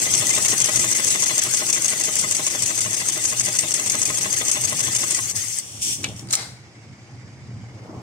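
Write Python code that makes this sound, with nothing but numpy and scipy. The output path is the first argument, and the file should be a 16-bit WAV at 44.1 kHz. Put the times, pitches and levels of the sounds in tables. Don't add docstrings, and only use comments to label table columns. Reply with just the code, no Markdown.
import sys
import numpy as np
from scipy import signal
from scipy.fft import rfft, irfft
from scipy.io import wavfile
from scipy.ndimage import uniform_filter1d

SR = 44100
rng = np.random.default_rng(int(sys.argv[2]) if len(sys.argv) > 2 else 0)


def boost_factor(decibels):
    exponent = np.asarray(decibels, float) / 20
    return 10 ** exponent


def log_audio(samples):
    frames = np.atleast_2d(samples).T
    limited = np.clip(frames, -1, 1)
    pcm = np.round(limited * 32767).astype(np.int16)
    wavfile.write(sys.argv[1], SR, pcm)


N = 353662
T = np.arange(N) / SR
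HZ = np.fft.rfftfreq(4096, 1 / SR)
TURN_S, TURNS, STOP_S = .15524, 34, 5.2
TOPS = np.arange(TURNS) * TURN_S
RELEASE_S = 6.25


# (time [s], peak level [dB], ring frequency [Hz], hush before it [dB])
RESTARTS = [(.0174, -11, 6410, -2.5), (0.1765, -5.5, 6400, -2), (0.3504, -6, 6400, -6),
            (.4823, -4, 5720, -6), (0.642, -2.5, 6420, -10), (.7941, -5, 6400, -5),
            (0.9505, -12, 6070, -9.5), (1.103, -5, 5750, -2.5), (1.269, -11, 5940, -8.5),
            (1.4177, -7, 6540, -11.5), (1.5703, -7, 6390, -2), (1.727, -1.5, 6300, -6),
            (1.88, -4.5, 6500, -4.5), (2.036, -6, 6400, -5), (2.1926, -2, 6420, -1),
            (2.348, -5, 6100, -5.5), (2.659, -6, 6340, -9.5), (2.8135, -7, 6400, -9),
            (3.297, -8, 6330, -3.5), (3.4583, -4.5, 6000, -9), (3.587, 2, 6300, -5),
            (3.739, -2, 8000, -12.5), (3.897, -2, 5750, -5.5), (4.053, -3, 6400, -6.5),
            (4.3637, -21, 5940, -4), (4.5132, -1.5, 6400, -8), (4.69, -24, 6400, -6.5),
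            (4.99, -16, 6400, -7), (5.1459, -4, 8200, -1.5)]


def drive_train():
    lull_db = np.full(TURNS, -5.5)
    restart = np.full(TURNS, .018)
    s, hush_db = np.transpose(RESTARTS)[[0, 3]]
    stroke = (s // TURN_S).astype(int)
    lull_db[stroke] = hush_db
    restart[stroke] = np.clip(s % TURN_S, .012, .021)

    which = np.minimum(T // TURN_S, TURNS - 1).astype(int)
    angle, near_db, slow_db = T % TURN_S, nearness(), slowing()
    turning = T < STOP_S
    fall = np.interp(angle, [.002, .007], [0, 1])
    jump_back = np.clip((restart[which] - angle) / 0.00075, 0, 1)
    lull = fall * jump_back * (lull_db[which] + 0.5)

    pace_db = np.where(turning, -26 + near_db + lull, slow_db)
    rattle_db = pace_db + turning * (2.64 + shaft_load(angle))
    steady_whirr_db = -36.5 + 1.32 * near_db + whirr_load() + 0.22 * lull
    slow_whirr_db = uniform_filter1d(slow_db, size=1500) - 14.5
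    whirr_db = np.where(turning, steady_whirr_db, slow_whirr_db)

    rattle = steel_head(boost_factor(rattle_db) * patchy(grit(0.34, grain=60), patchy_db=4))
    whirr = gear_case(boost_factor(whirr_db) * patchy(grit(0.47, grain=150), patchy_db=4.5))
    return rattle + whirr + cooling_nozzle(boost_factor(pace_db - 14.0) * grit(.8, grain=40))


# (frequency [Hz], level [dB])
RATTLE = [(2060, -14.5), (3500, -16.5), (3920, -18), (5030, -7.5), (5430, -8), (6240, -0.5), (7370, -4),
          (8310, -0.5), (9140, -9.5), (9870, -9.5), (11700, -23.5), (15200, -36), (16000, -30.5)]
# (frequency [Hz], width [Hz], level [dB])
HEAD = [(3920, 250, -9), (4670, 17, 8), (5750, 470, 3), (6400, 42, 9), (7230, 210, 4.5), (7870, 100, 3),
        (8350, 420, 2), (9900, 400, 2)]


def steel_head(x):
    return colour(x, RATTLE, HEAD)


# (frequency [Hz], level [dB])
WHIRR = [(530, -26), (900, -8.5), (1050, -5.5), (1390, -5), (2010, 1), (2520, -4.5), (3440, 1.5), (3910, 5),
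         (4500, -2.5), (5850, -55), (9900, -120)]
# (frequency [Hz], width [Hz], level [dB])
GEARS = [(2016, 220, 5), (2190, 180, 0), (2660, 460, 6.5), (3520, 190, 3), (3860, 320, -9)]


def gear_case(x):
    return colour(x, WHIRR, GEARS)


# (frequency [Hz], level [dB])
NOZZLE = [(7000, -35), (10500, 4.5), (13000, -2.5), (15800, -5.5)]


def cooling_nozzle(x):
    return colour(x, NOZZLE)


# (time after top [s], level [dB])
TURN = [(0, 4), (.005, -1), (.018, 3), (.045, 1.5), (.062, 0.5), (.082, -3.5), (.102, -1), (.114, 2),
        (.135, 0.5), (.15, 4), (.156, 3.5)]


def shaft_load(angle):
    return curve(TURN, 1, angle)


def whirr_load():
    angle = T % TURN_S
    pierce_s, pierce_width_s, pierce_db = 0.071, 0.02, 3.5
    return 0.18 * shaft_load(angle) + pierce_db * np.exp(-((angle - pierce_s) / pierce_width_s) ** 2)


# (start [s], length [s], level at start [dB], level at end [dB])
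LAST_STROKES = [
    (5.203, 0.11, -24.5, -21),
    (5.359, 0.241, -21, -24.5),
]


def slowing():
    coast_db, sag_db, stop_db_s = -34.5, -3, 1191
    parts = [held(STOP_S, LAST_STROKES[-1][0] - STOP_S, coast_db, stop_db_s, stop_db_s)]
    for s, length, first_db, last_db in LAST_STROKES:
        u = np.clip((T - s) / length, 0, 1)
        shape_db = first_db + (last_db - first_db) * u + sag_db * np.sin(np.pi * u)
        parts.append(held(s, length, shape_db, stop_db_s, stop_db_s))
    return blend(parts)


# (time [s], nearness level [dB])
NEARNESS = [
    (0, 2),
    (.25, 4),
    (1, 3),
    (2.5, 0),
    (3.4, 0),
    (4.2, 0.35),
    (5.21, 0.65),
]


def nearness(t=T):
    return curve(NEARNESS, 1, t)


# (time [s], peak level [dB], ring frequency [Hz])
HOOK = [(0.1378, -10, 6300), (0.2929, -13, 6360), (0.4485, -12, 6280), (0.6015, -11, 6370),
        (0.7587, -9, 6530), (0.9141, -14.5, 6440), (1.0695, -14, 6900), (1.2227, -13, 5790),
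        (1.3788, -10, 6400), (1.5368, -17, 7760), (1.6886, -21, 5670), (1.8446, -13, 6430),
        (1.9987, -16, 6440), (2.1551, -17, 7700), (2.3105, -12.5, 7860), (2.4652, -10, 6300),
        (2.6219, -13.5, 8040), (2.7764, -16.0, 6540), (2.9298, -18.5, 6380), (3.0859, -13, 6450),
        (3.2382, -16, 8040), (3.396, -10.5, 6500), (3.5518, -16, 6410), (3.7077, -17, 6420),
        (3.8611, -16, 8270), (4.0165, -12, 6500), (4.1725, -19, 6420), (4.3272, -12.5, 6430),
        (4.4822, -13, 6400), (4.6373, -16, 6380), (4.7926, -17.5, 6410), (4.9489, -13, 6430),
        (5.1076, -11, 8450)]
# (time [s], peak level [dB], ring frequency [Hz])
TAKE_UP = [(0.1487, -11, 7400), (0.3009, -17, 6380), (0.4577, -14.5, 6410), (0.615, -8, 6270),
           (0.7614, -14, 6420), (0.9256, -15.0, 6070), (1.0769, -14, 6430), (1.2358, -14.0, 5750),
           (1.3877, -13, 6450), (1.5439, -10, 6460), (1.6988, -11, 6460), (1.8552, -12.5, 6470),
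           (2.0081, -15, 6530), (2.1659, -15, 8320), (2.3208, -16, 8340), (2.476, -22, 6170),
           (2.6327, -15, 6540), (2.7858, -14, 6450), (2.9421, -22, 7420), (3.0958, -18.0, 6450),
           (3.2536, -14.5, 6400), (3.4057, -15, 6410), (3.5622, -22, 6490), (3.7132, -22, 8360),
           (3.8728, -21, 8350), (4.0258, -14, 7790), (4.1837, -18, 8260), (4.3362, -20, 7720),
           (4.4909, -21, 7910), (4.648, -13, 6400), (4.8027, -15, 7730), (4.9625, -12, 6440),
           (5.1173, -16.5, 7350)]
# (time [s], peak level [dB], ring frequency [Hz])
STRAYS = [(0.5703, -15, 6400), (1.039, -11.5, 7800), (1.2595, -10, 6010), (1.8198, -9, 8400),
          (3.25, -4, 6500), (4.61, -13, 8600), (1.356, -12, 6300), (1.666, -13, 8700), (2.053, -8, 8200),
          (2.187, -7, 8350), (2.3667, -7, 6160), (2.5563, -10, 6160), (2.806, -3.5, 8300),
          (3.487, -11, 6240), (3.796, -8.5, 6310), (3.9197, -9, 6120), (3.952, -7.5, 6420),
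          (4.1434, -12, 8400), (4.2312, -15, 8570), (4.451, -10.5, 8300), (4.963, -8, 6500),
          (5.0176, -9.5, 8350), (5.297, -12, 7000), (5.363, -9, 6540), (5.5853, -8, 8360)]
# (time [s], peak level [dB], ring frequency [Hz])
CASE_RINGS = [(0.3641, -25, 3470), (0.6809, -34, 3140), (1.3034, -27, 3490), (1.6876, -27.5, 2720),
              (2.2338, -37, 3460), (2.4643, -31, 2960), (2.8604, -28, 2930), (3.7933, -27, 2700),
              (4.4114, -22.5, 3480), (4.568, -24, 3490), (4.8379, -28, 3390), (4.8663, -27.5, 3340),
              (4.9482, -28, 3000), (5.0275, -26.5, 3520),
              (0.0697, -26, 2020), (0.2089, -26, 1920), (0.2678, -24, 1960), (0.3072, -18.5, 2090),
          (0.3356, -22, 2370), (0.4569, -25, 2200), (0.6898, -21, 1940), (0.9562, -23, 2000),
          (1.7614, -33, 2040), (2.2443, -24, 2100), (4.0567, -28, 2450), (4.3994, -32, 1970),
          (4.7267, -30, 2010), (5.1462, -27, 1960)]


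def clanks():
    hook = np.array(HOOK) + [0, 8.5, 0]
    take_up = np.array(TAKE_UP) + [0, 6, 0]
    sharp = scrape(np.c_[hook.T, np.transpose(STRAYS)], 0.00047, 0.017, 0.037, -9.0, -6.5)
    foot = scrape(np.transpose(RESTARTS)[:3], 0.001, 0.034, 0.018, -10.5, -7.5)
    case = scrape(np.transpose(CASE_RINGS), 0.0025, .03, 0.068, -13.5, 3.3)
    lever = scrape(take_up.T, 0.0023, 0.036, 0.052, -10.5, -7.0)
    return sharp + foot + lever + case


def scrape(rows, rise, t60, ring_t60, grit_db, ring_db):
    s, db, hz = rows
    out = boost_factor(grit_db) * steel_head(burst(strikes(s, db), rise, t60) * grit(0.48, grain=30))
    t = T[:2000]
    phases = rng.uniform(0, 2 * np.pi, (len(s), 2, 1))
    for at, level_db, f, phase in zip((s * SR).astype(int), db, hz, phases):
        envelope = boost_factor(level_db + ring_db - 60 * t / ring_t60) * (1 - np.exp(-t / rise))
        out[:, at:at + len(t)] += envelope * np.sin(2 * np.pi * f * t + phase)
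    return out


# (time [s], low ring level [dB], high ring level [dB])
BLOWS = [(0.0662, -34, -38), (0.2214, -37, -39), (0.3767, -35, -33.5), (0.5319, -35, -37.5),
         (0.6872, -34, -37), (0.8424, -33, -35.5), (0.9976, -36, -35.5), (1.1529, -46, -36),
         (1.3081, -35, -36.5), (1.4634, -38.5, -44), (1.6186, -33, -38.5), (1.7738, -38, -40),
         (1.9291, -36, -38.5), (2.0843, -33, -37.5), (2.2396, -40, -35), (2.3948, -37, -40),
         (2.55, -37, -38), (2.7053, -40, -40), (2.8605, -37, -39), (3.0158, -38, -40), (3.171, -37, -45),
         (3.3262, -40, -41), (3.4815, -37, -40), (3.6367, -38, -43), (3.792, -45.5, -42),
         (3.9472, -38, -37), (4.1024, -38, -36.5), (4.2577, -35, -38), (4.4129, -32.5, -38),
         (4.5682, -39, -39.5), (4.7234, -36.5, -38), (4.8786, -51, -41), (5.0339, -43, -36.5),
         (5.1891, -49, -36)]
# (frequency [Hz], level [dB], time to fall 60 dB [s])
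PLATE = [(346, -11, 0.076), (615, 0.5, 0.069), (795, -10.5, 0.17), (1073, 4.5, 0.037), (1246, -1.5, 0.096),
         (1580, 2, 0.043), (2034, 12, 0.018), (2800, -0.5, 0.032), (3460, -7, 0.12)]
# (time after top [s], level [dB])
KNOCKS = [
    (.0178, -34.5),
    (.0248, -35),
    (.053, -30),
    (.0598, -51.5),
    (.0695, -36),
    (.114, -44),
    (.1355, -35),
    (.147, -30),
]
# (time after top [s], level [dB])
TICKS = [
    (.0166, -37.5),
    (.026, -37),
    (.0337, -44.5),
    (.0385, -33),
    (.0715, -35),
    (.107, -42),
    (.1137, -34.5),
    (.1365, -34.5),
    (.1465, -40),
    (.1505, -49),
]


def needle():
    loose = rng.standard_normal((TURNS, 4))
    s, low_db, high_db = np.transpose(BLOWS)
    second_s = s + .0045 + .0004 * loose[:, 0]
    punch = 0
    for db, modes in ((low_db - 1, PLATE[:3]), (high_db - 1, PLATE[3:])):
        blows = strikes(s, db - 2.0) + strikes(second_s, db - 6.0)
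        weak_db = -39.5 + nearness(s[:-1]) + 1.5 * loose[:-1, 1:3].T
        blows += strikes(s[:-1] + 0.066, weak_db[0] - 17)
        blows += strikes(s[:-1] + 0.076, weak_db[1] - 8.5)
        crunch = burst(blows, 0.00035, 0.011) * grit(.7, grain=20)
        punch = punch + boost_factor(7.5) * ring(blows[None], modes) + boost_factor(-20.5) * ring(crunch, modes)
    knocks = burst(each_turn(KNOCKS, 0.00057, 2.7), 0.00052, 0.032) * grit(0.79, grain=40)
    snaps = burst(each_turn(TICKS, .0003, 2.8), .0003, 0.017) * grit(.7, grain=20)
    return punch + gear_case(knocks) + boost_factor(3.5) * cooling_nozzle(snaps) + boost_factor(11.5) * steel_head(snaps)


def each_turn(rows, wander, spread_db):
    angle, db = np.transpose(rows)
    chance = rng.standard_normal((TURNS - 1, len(rows), 2))
    s = TOPS[:-1, None] + angle + wander * chance[..., 0]
    level_db = db + nearness(s) + spread_db * chance[..., 1]
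    return strikes(s.ravel(), level_db.ravel())


# (time [s], peak level [dB], ring frequency [Hz], low knock level [dB])
CLICKS = [(6.0878, -23, 5600, -53), (6.1636, -26, 5700, -60), (6.178, -34, 6430, -60),
          (6.194, -21, 5380, -60), (6.2723, -29, 8800, -54), (6.0327, -16, 6200, -48),
          (6.0413, -16, 6200, -26), (6.054, -30, 2400, -38), (6.061, -32, 2500, -39),
          (6.0398, -18, 3900, -36), (6.043, -9.5, 2890, -36.5), (6.0455, -15.5, 2490, -43),
          (6.2873, -26, 4700, -48), (6.307, -14, 8300, -40), (6.31, -11, 8200, -51),
          (6.3272, -2, 8480, -58), (6.334, -9, 6300, -22.5), (6.3378, -6.5, 4100, -52),
          (6.341, -11, 5840, -51), (6.3529, -0.5, 7200, -40), (6.372, -22, 5500, -42)]
# (frequency [Hz], level [dB], time to fall 60 dB [s])
CUTTER = [(2330, -1, .07), (2600, -3, .05), (2950, -6, .04), (4060, -11, .025)]
# (frequency [Hz], level [dB], time to fall 60 dB [s])
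CLAMP = [(770, -25, .06), (1280, -6, 0.065), (2140, -9, 0.048), (2260, -15, 0.18), (3260, -27, 0.035),
         (4100, 1, 0.039)]
# (frequency [Hz], level [dB], time to fall 60 dB [s])
CLAMP_BAR = [(4090, -27, 1.2), (2090, -24, .5)]


def trimmer():
    s, db, hz, knock_db = np.transpose(CLICKS)
    snap = burst(strikes(s, db), .0001, .012) * grit(.9, grain=15)
    crack = colour(snap, [(1500, -29), (3500, -3), (7000, 9.0), (11000, -9.5), (16000, -28)])
    knocks = strikes(s, knock_db)
    thud = colour(burst(knocks, 0.0011, 0.061) * grit(0.61, grain=30),
                  [(500, -22), (1200, -17), (2400, -11.0), (3500, -10), (5000, -16)])
    out = boost_factor(-9.0) * crack + boost_factor(-2) * thud
    out += boost_factor(4.0) * ring(knocks[None] * (T > 6.2), CLAMP + CLAMP_BAR)
    out += boost_factor(4.0) * ring(knocks[None] * (T < 6.2), CUTTER)
    t = T[:1500]
    for at, level_db, f in zip((s * SR).astype(int), db, hz):
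        envelope = boost_factor(level_db - 8.5 - 60 * t / 0.036)
        out[:, at:at + len(t)] += envelope * np.sin(2 * np.pi * f * t + np.array([[0], [1.5]]))
    return out


# (start [s], hold [s], jet level [dB], body level [dB], release speed [dB/s])
PUFFS = [
    (5.611, 0.4, -36, -46.5, 74),
    (5.821, 0.11, -21.5, -34, 294),
    (6.06, 0.027, -44.5, -40, 214.5),
    (6.168, 0.035, -40.5, -49, 250),
    (6.299, .01, -38, -41, 300),
    (6.332, 0.0042, -15.5, -32, 520),
    (6.368, 0.045, -33, -31.5, 143),
]
# (frequency [Hz], level [dB])
JET = [(2350, -27), (4000, -9.5), (4900, -4.5), (5630, -2.5), (7660, -1), (8260, -0.5), (10400, -9.5),
       (10800, -23), (12900, -27), (16000, -20)]
# (frequency [Hz], width [Hz], level [dB])
VALVE = [(3900, 300, -11), (4600, 600, -1.5), (5690, 150, 11.5), (6200, 80, 7), (7100, 200, 6),
         (8250, 300, 5), (9600, 150, 2)]
# (frequency [Hz], level [dB])
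HISS = [(1200, -28), (1900, -15), (2600, -3.5), (3200, 0), (3650, -2), (3950, -14), (4300, -6), (5200, -30)]
# (frequency [Hz], level [dB])
CASING = [(450, -1), (800, -3), (1500, 2.5), (2100, -0.5), (3000, -3.5), (4100, 4.5), (5200, 6)]


def air_cylinder():
    attack_db_s = 1400
    jet_db = blend([held(s, hold, db, attack_db_s, fall) for s, hold, db, _, fall in PUFFS])
    body_db = blend([held(s, hold, db, attack_db_s, fall) for s, hold, _, db, fall in PUFFS])
    low = boost_factor(body_db) * grit(0.96, grain=80)
    body = colour(low * (T < RELEASE_S), HISS)
    body += colour(low * (T >= RELEASE_S), CASING, [(780, 210, 9.0), (2100, 110, 11.0), (3970, 90, 7.8)])
    jet = colour(boost_factor(jet_db) * grit(0.54, grain=80), JET, VALVE)
    return jet + body + cooling_nozzle(boost_factor(jet_db - 15) * grit(0.7, grain=40))


# (middle [s], half length [s], boom level [dB], wash level [dB])
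SHAKES = [(0.207, 0.73, -41.5, -41), (0.804, 0.095, -38.5, -42), (2.32, 0.66, -48.5, -47),
          (2.872, 0.073, -38.5, -61), (3.424, 0.19, -42.5, -56), (4.093, 0.51, -44.5, -44),
          (4.742, 0.24, -38.5, -46), (5.31, 0.16, -40.5, -47.5), (5.766, 0.055, -40, -52),
          (5.895, 0.037, -40, -48), (5.988, 0.027, -36, -50), (6.083, 0.062, -32.5, -39.5),
          (6.233, 0.086, -35, -50), (6.4, 0.042, -57, -42.5), (6.492, 0.062, -40, -68),
          (6.89, 0.069, -40.5, -68), (7.142, 0.036, -36, -68), (7.267, 0.11, -41, -73),
          (7.5, 0.11, -37, -54.5), (7.66, 0.16, -37.5, -55), (7.96, 0.18, -38, -40)]
# (frequency [Hz], level [dB])
BOOM = [(40, -28), (70, -16.5), (100, -4.5), (123, 0), (150, -14), (200, -14), (290, -22), (400, -77)]
# (frequency [Hz], level [dB])
WASH = [(100, -6), (170, -0.5), (257, -2.5), (343, 1.5), (383, -3.5), (617, -5), (683, -7.5), (792, -4.5),
        (905, -10.5), (1100, -10), (1430, -17), (2420, -120)]
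# (start [s], hold [s], level [dB])
SHOVES = [
    (4.394, 0.042, -47),
    (5.4, 0.024, -52),
    (5.87, 0.022, -40),
    (5.987, 0.081, -42),
    (6.217, 0.084, -43.5),
    (6.745, .03, -54),
]
# (frequency [Hz], level [dB])
SHOVE = [(110, -41), (170, -13), (280, 0), (350, -5.5), (480, -24)]
# (frequency [Hz], level [dB])
SHOP = [(410, -47), (700, -24), (982, -17), (1070, -19), (1660, -15), (2250, -10.5), (2450, -17.5),
        (4000, -23.5), (4950, -20.5), (5140, -17), (7870, -25), (14000, -54.5)]
# (time [s], level [dB])
LIFT = [
    (0, -84),
    (7.6, -86),
    (7.85, -74),
    (8.1, -72),
]


def workshop():
    turning = T < STOP_S
    swells = [(-8.7 * ((T - s) / half) ** 2, boom_db, wash_db) for s, half, boom_db, wash_db in SHAKES]
    boom_db = blend([np.where(turning, -46.5, -47.5)] + [swell + db for swell, db, _ in swells])
    gears_db = np.where(turning, -43.5 + 0.64 * nearness() + 1.58 * whirr_load(), -52.5)
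    wash_db = blend([gears_db] + [swell + db for swell, _, db in swells])
    boom = colour(boost_factor(boom_db) * grit(1.9, grain=900), BOOM)
    wash = colour(boost_factor(wash_db) * grit(1.4, grain=400), WASH)
    shove_db = blend([held(*row, 900, 350) for row in SHOVES])
    shove = colour(boost_factor(shove_db) * grit(2.5, grain=300), SHOVE)

    waver = evened(uniform_filter1d(rng.standard_normal(N), size=9000))
    whine_db = held(6.95, .5, -62.5, 7, 8) + 1.5 * waver
    whine = boost_factor(whine_db) * np.sin(2 * np.pi * np.cumsum(4800 + 2 * waver) / SR)

    hum = boost_factor(-50.5) * colour(grit(0.86, grain=600), SHOP)
    bright = boost_factor(curve(LIFT, 1)) * cooling_nozzle(grit(.5, grain=300))
    return boom + wash + shove + whine, patchy(hum + bright, patchy_db=2.0)


def evened(x):
    return x / np.sqrt(np.mean(x ** 2) + 1e-20)


def curve(rows, column, t=T):
    rows = np.array(rows)
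    return np.interp(t, rows[:, 0], rows[:, column], left=-120, right=-120)


def held(start, hold, db, rise_db_s, fall_db_s):
    return db - rise_db_s * np.maximum(start - T, 0) - fall_db_s * np.maximum(T - start - hold, 0)


def blend(parts_db):
    return 10 * np.log10(np.sum(boost_factor(2 * np.array(parts_db)), axis=0) + 1e-12)


def colour(x, points, peaks=()):
    hz, db = np.transpose(points)
    db = np.interp(np.log(HZ + 1), np.log(hz + 1), db, left=-90, right=-90)
    db = db + sum(bump_db / (1 + (2 * (HZ - f) / width) ** 2) for f, width, bump_db in peaks)
    log_gain = np.log(boost_factor(np.maximum(np.r_[db, db[-2:0:-1]], -90)))
    taps = np.fft.ifft(np.exp(np.conj(signal.hilbert(log_gain)))).real[:2048]
    return signal.oaconvolve(x, taps[None] / np.linalg.norm(taps))[:, :N]


def grit(rough_db, grain):
    lumps = evened(uniform_filter1d(rng.standard_normal(N), size=grain))
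    return evened(rng.standard_normal((2, N)) * boost_factor(rough_db * lumps))


def patchy(x, patchy_db):
    z = signal.stft(x, nperseg=512, noverlap=384)[2]
    field = uniform_filter1d(rng.standard_normal(z.shape[1:]), size=2, axis=0)
    field = uniform_filter1d(field, size=9, axis=1)
    gain = boost_factor(patchy_db * evened(field))
    return signal.istft(z * evened(gain), nperseg=512, noverlap=384)[1][:, :N]


def strikes(times, db):
    x, at = np.zeros(N), (np.asarray(times) * SR).astype(int)
    np.add.at(x, at[at < N], boost_factor(np.asarray(db))[at < N])
    return x


def burst(x, rise, t60):
    t = T[:6000]
    shape = (1 - np.exp(-t / rise)) * boost_factor(-60 * t / t60)
    return signal.oaconvolve(x, shape / shape.max())[:N]


def ring(x, modes):
    t = T[:20000]
    taps = 0
    for f, db, t60 in modes:
        phase = rng.uniform(0, 1.75, (2, 1))
        taps = taps + boost_factor(db - 60 * t / t60) * np.sin(2 * np.pi * f * t + phase)
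    return signal.oaconvolve(x, taps, axes=1)[:, :N]


# (frequency [Hz], left-right likeness [0-1])
ALIKE = [(30, .5), (60, 0.87), (125, 0.94), (300, 0.93), (500, 0.84), (1000, 0.37), (2000, 0.079),
         (5000, 0.16), (8000, 0.29), (14000, 0.3)]
# (frequency [Hz], level [dB])
LOUDER_LEFT = [(60, 1), (130, -2), (290, 2), (640, 2), (1410, 3), (3100, 3.5), (6820, 3), (15000, 0.6)]


def ports(pair, lean, delay):
    hz = np.fft.rfftfreq(N, 1 / SR)
    a, b = rfft(pair)
    like_hz, likeness = np.transpose(ALIKE)
    alike = np.clip(np.interp(np.log(hz + 1), np.log(like_hz), likeness), 0, 1)
    tilt = boost_factor(lean / 2 * np.interp(hz, *np.transpose(LOUDER_LEFT)))
    right = (alike * a + np.sqrt(1 - alike ** 2) * b) * np.exp(-2j * np.pi * hz * delay)
    return irfft(np.array([a * tilt, right / tilt]), N)


def scene():
    low, shop = workshop()
    machine = ports(drive_train() + clanks() + needle(), 1.87, 0.0002174)
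    air = ports(air_cylinder() + trimmer(), 0.84, .0001)
    return boost_factor(-1.5) * (machine + air + ports(shop, -0.21, -0.00014)) + ports(low, 0.41, .00005)


def low_pass(x):
    return signal.sosfilt(signal.butter(12, 16520, fs=SR, output="sos"), x)


def record(dry):
    cut = signal.sosfilt(signal.butter(2, 55, "high", fs=SR, output="sos"), dry)
    edge = signal.firwin(511, 15850, window=("kaiser", 9), fs=SR)
    finished = signal.oaconvolve(np.tanh(cut), edge[None], "same")
    return low_pass(finished)


dry = scene()
out = record(dry)
log_audio(out)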